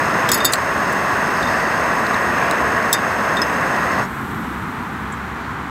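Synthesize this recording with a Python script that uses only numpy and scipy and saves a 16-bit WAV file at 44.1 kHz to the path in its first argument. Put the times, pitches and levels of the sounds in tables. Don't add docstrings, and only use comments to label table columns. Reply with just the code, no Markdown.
import sys
import numpy as np
from scipy import signal
from scipy.fft import rfft, irfft, next_fast_len
from scipy.io import wavfile
from scipy.ndimage import map_coordinates

SR = 44100
rng = np.random.default_rng(int(sys.argv[2]) if len(sys.argv) > 2 else 0)


def generate_wav(signal):
    frames = np.transpose(np.atleast_2d(signal))
    scaled = np.clip(frames, -1, 1) * 32767
    pcm = np.round(scaled).astype(np.int16)
    wavfile.write(sys.argv[1], SR, pcm)


N = 251349
TIME = np.arange(N) / SR
FFT_SIZE = next_fast_len(N, True)
HZ = np.fft.rfftfreq(FFT_SIZE, 1 / SR)
SHUT_S = 4.07


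# (frequency [Hz], relative density [dB])
FLAME_SPECTRUM = [(40, -31), (100, -10.5), (200, -5), (450, -2.5), (850, -3.5), (1900, 0.5), (2250, -12),
                  (3100, -24), (5000, -55)]
# (time [s], level [dB])
FLAME_LEVELS = [(0, -18), (1.1, -19), (2.55, -18), (3.5, -19.5), (4, -19)]
# (frequency [Hz], relative density [dB])
JET_SPECTRUM = [(1500, -14), (3100, 2), (4700, 1.5), (7200, -5.5), (9450, -4), (9850, -11.5), (10800, -22),
                (11600, -8), (14800, -12.5), (15700, -23)]
# (frequency [Hz], width [Hz], gain [dB])
AIR_RESONANCES = [(667, 255, 4), (1061, 320, 6), (1650, 92, 2.7), (2667, 424, 7), (5214, 440, 8),
                  (6440, 500, 14), (8130, 680, 6.5), (12400, 568, 1)]

def burner(jet_db=-35.5, sag_db_per_s=0.65, twist_s=0.075, pitch_lift=0.062):
    flow = np.sin(np.pi / 2 * np.clip((SHUT_S - TIME) / twist_s, 0, 1)) ** 1.34
    cavities_db = resonance_db(AIR_RESONANCES)
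    flame = noise(spectrum(FLAME_SPECTRUM) + cavities_db)
    flame_db = np.interp(TIME, *np.transpose(FLAME_LEVELS))
    flame *= gain_of(flame_db + 0.5 * wander(rate_hz=30))
    jet = noise(spectrum(JET_SPECTRUM) + cavities_db)
    jet *= gain_of(jet_db - sag_db_per_s * TIME + 0.8 * wander(rate_hz=77))
    positions = np.arange(N) + np.cumsum(pitch_lift * (1 - flow))
    jet = map_coordinates(jet, [positions], order=3)
    return flow * flame + np.sqrt(flow) * jet


# (frequency [Hz], relative level [dB], T60 [s], bending plane [about -1 upright to 1 sideways])
HANDLE_MODES = [(3300, -8.5, 0.085, 1), (3639, -3.5, 0.13, -0.048), (4506, -8, 0.12, -1.1),
                (4904, -9.5, 0.26, -0.86), (5157, -2, 0.061, 0.79), (5920, -10, .09, 1),
                (6230, -11.5, 0.12, 1), (6767, -5, .1, -0.92), (7780, 3, 0.07, 0.096),
                (10050, -4, 0.053, -1.1), (10110, -1.5, 0.067, -0.085), (11900, -7, 0.054, 0.94),
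                (12560, -10.5, 0.077, -0.05), (13650, 0, .05, -0.36), (14700, -14, .035, .4)]
# (time [s], base level [dB], brightness [dB/octave], sideways lean [dB],
# mode favoured by the spot struck [Hz])
KNOCKS = [(.2895, -21.5, -6, 7.5, 11900), (.3167, -19.5, 1, -2, 6767), (.3335, -24.5, -.5, 3.5, 5157),
          (.3435, -25.5, 3, -8, 12560), (.3751, -31, -1.5, 2, 11900), (.4041, -31.5, -5, -6, 3639),
          (.4468, -24.5, 3, -6, 3639), (.4505, -19.5, 3, -4, 4506), (.4572, -30, -4, -5, 3639),
          (1.4272, -51, -10, 10, 3639), (1.4657, -54, -9, 10, 3639), (2.9287, -19.5, 2, 6.5, 3639),
          (2.9362, -25, -1, -4, 3639), (3.3693, -29.5, -8, 2, 3639), (3.4182, -32.5, -1.5, 10, 5157)]

def handle(firm_db=-18.5, grip_s=0.011):
    out, t = np.zeros(N), np.arange(SR // 4) / SR
    hz, mode_db, t60, plane = np.transpose(HANDLE_MODES)[:, :, None]
    phases = rng.random((len(KNOCKS), len(HANDLE_MODES), 1))
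    for (s, db, brightness, sideways_db, spot_hz), phase in zip(KNOCKS, phases):
        lightness_db = firm_db - db
        favoured = abs(hz - spot_hz) == abs(hz - spot_hz).min()
        spot_db = (7 + 0.6681 * lightness_db) * favoured
        start_db = db + mode_db + brightness * np.log2(hz / hz[0]) + sideways_db * plane + spot_db
        modes = gain_of(start_db - 60 * t / t60) * np.sin(2 * np.pi * (hz * t + phase))
        free_s = 0.036 / 2 ** (sideways_db / 7.5)
        damping = np.exp(-np.maximum(t - free_s, 0) / grip_s)
        add(out, s, modes.sum(0) * damping)
        click_hz = 7160 * 2 ** (brightness / 2.5)
        click = body_tick(rise_s=0.0004, decay_s=0.0042, centre_hz=click_hz, octaves=1.1, steepness=1.1)
        add(out, s, gain_of(-8 - 2.3 * lightness_db) * click)
    return out


# (time [s], level [dB], length [s], centre [Hz], bandwidth [octaves])
SLIPS = [(0.518, -20, 0.019, 8000, 1.1), (.533, -7, 0.0068, 3700, 4.1), (0.554, -25, .005, 4000, 2),
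         (0.922, -33, .012, 9500, 2), (1.4268, -25, 0.0036, 3300, 2.1), (2.0655, -24, .004, 3200, 1.3),
         (2.1425, -20.5, 0.0024, 3300, 1.1), (2.5105, -18.5, 0.003, 5800, 3.5),
         (5.119, -34, 0.013, 7400, .45)]

def scrapes(rise_share=0.33):
    out = np.zeros(N)
    for s, db, length_s, centre_hz, octaves in SLIPS:
        rise_s = rise_share * length_s
        stroke = body_tick(rise_s, length_s - rise_s, centre_hz, octaves, steepness=2.2)
        add(out, s, gain_of(db) * stroke)
    return out


# (frequency [Hz], width [Hz], gain [dB])
BODY_RESONANCES = [(3540, 300, 2), (4130, 790, 11), (4700, 220, 7), (4870, 160, 9.5), (7320, 430, 13),
                   (7920, 550, 9), (8900, 550, 7), (10200, 500, 3), (13500, 900, 4)]

def body_tick(rise_s, decay_s, centre_hz, octaves, steepness, cutoff_hz=1800):
    t, hz = np.arange(4096) / SR, np.fft.rfftfreq(4096, 1 / SR)
    body_db = resonance_db(BODY_RESONANCES, hz) - 10 * np.log10(1 + (cutoff_hz / (hz + 1)) ** 10)
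    colour = gain_of(body_db + steepness * band_db(centre_hz, octaves, hz))
    envelope = np.minimum(t / rise_s, 1) ** 2 * np.exp(-np.maximum(t - rise_s, 0) / decay_s)
    friction = rng.standard_normal(len(t))
    return envelope * unit_rms(irfft(rfft(friction) * colour))


# (time [s], length [s], level [dB], centre [Hz])
SWELLS = [(0, 0.65, -36, 2490), (1.098, 0.89, -42, 4860), (2.251, 0.42, -32, 2350), (3.805, 0.3, -47, 4400),
          (5.333, .2, -52, 4150)]

def hiss_swells(octaves=0.41):
    out = np.zeros(N)
    for s, length_s, db, centre_hz in SWELLS:
        swell = np.hanning(round(length_s * SR))
        hiss = noise(2 * band_db(centre_hz, octaves))[:len(swell)]
        add(out, s, gain_of(db) * swell * hiss)
    return out


# (frequency [Hz], relative density [dB])
FIZZ_SPECTRUM = [(4000, -25), (6500, -19), (8000, 2), (9500, -7.5), (10600, -9), (11500, 0), (12300, 3),
                 (13300, -13), (15500, -14)]

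def simmer(pops_per_s=14000, fizz_db=-50, lag_s=0.15, cooling_db_per_s=7.5):
    level_db = fizz_db - cooling_db_per_s * np.maximum(TIME - SHUT_S - lag_s, 0)
    pops = rng.standard_normal(N) * (rng.random(N) < pops_per_s / SR)
    return gain_of(level_db) * coloured(pops, spectrum(FIZZ_SPECTRUM))


# (frequency [Hz], relative density [dB])
RUMBLE_SPECTRUM = [(22, -30), (43, -16), (64, -3.5), (100, -2.5), (160, 0), (240, 2.5), (320, -4.5),
                   (420, -8), (560, -18.5), (1000, -43.5)]
TYRE_SPECTRUM = [(300, -23), (630, -12), (790, -4), (1050, -0.6), (1500, -1.7), (2000, -8.5), (2800, -19),
                 (4000, -24.5), (4800, -31.5), (7000, -32), (10000, -43.5), (15300, -55)]

def traffic(rumble_db=-30, tyre_db=-28.5, car_s=4.33):
    car = nearness(car_s, pass_s=0.28) ** 2
    lull = (1 - car) * (TIME > car_s)
    rumble = noise(spectrum(RUMBLE_SPECTRUM)) * gain_of(rumble_db + 2.6 * car - 1.1 * lull)
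    tyres = noise(spectrum(TYRE_SPECTRUM)) * gain_of(tyre_db + 0.5 * car)
    return rumble + tyres


def engine(firing_hz=69.7, waver=0.0084, closest_db=-37.5, throb_db=0.5):
    cycles = np.cumsum(firing_hz * (1 + waver * wander(rate_hz=5))) / SR
    tone = unit_rms(np.sin(2 * np.pi * cycles))
    level_db = closest_db + throb_db * wander(rate_hz=6)
    return tone * gain_of(level_db) * nearness(closest_s=5.73, pass_s=0.65)


def nearness(closest_s, pass_s):
    return 1 / np.hypot(1, (TIME - closest_s) / pass_s)


def gain_of(db):
    return 10 ** (np.asarray(db) / 20)


def unit_rms(x):
    return x / np.sqrt(np.mean(x ** 2) + 1e-20)


def spectrum(points):
    hz, db = np.transpose(points)
    return np.interp(np.log(HZ + 1), np.log(hz), db)


def resonance_db(resonances, at_hz=HZ):
    return sum(db * np.exp(-(2 * (at_hz - hz) / width) ** 2) for hz, width, db in resonances)


def band_db(centre_hz, octaves, at_hz=HZ):
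    return -10 * np.log10(1 + (2 * np.log2((at_hz + 1) / centre_hz) / octaves) ** 2)


def coloured(x, colour_db):
    return unit_rms(irfft(rfft(x, FFT_SIZE) * gain_of(colour_db), FFT_SIZE)[:N])


def noise(colour_db):
    return coloured(rng.standard_normal(N), colour_db)


def wander(rate_hz):
    return noise(-10 * np.log10(1 + (HZ / rate_hz) ** 6))


def smoothed(x, time_s):
    pole = np.exp(-1 / (time_s * SR))
    return signal.lfilter([1 - pole], [1, -pole], x)


def add(mix, s, sound):
    part = mix[round(s * SR):][:len(sound)]
    part += sound[:len(part)]


def scene():
    return (burner() + handle() + scrapes() + hiss_swells() + simmer() + traffic() + engine())[None]


def record(dry, threshold_db=-14, squeeze=0.44, recover_db_per_s=9, edge_hz=15850):
    power = smoothed(dry[0] ** 2, time_s=0.0055)
    over_db = np.maximum(10 * np.log10(power + 1e-12) - threshold_db, 0)
    recovery_db = recover_db_per_s * TIME
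    held_db = np.maximum.accumulate(over_db + recovery_db) - recovery_db
    ducked = dry * gain_of(-smoothed(squeeze * held_db, time_s=0.033))
    lowpass = signal.firwin(301, edge_hz, window=("kaiser", 8), fs=SR)
    return signal.oaconvolve(np.clip(ducked, -1, 1), lowpass[None], "same")


dry = scene()
out = record(dry)
generate_wav(out)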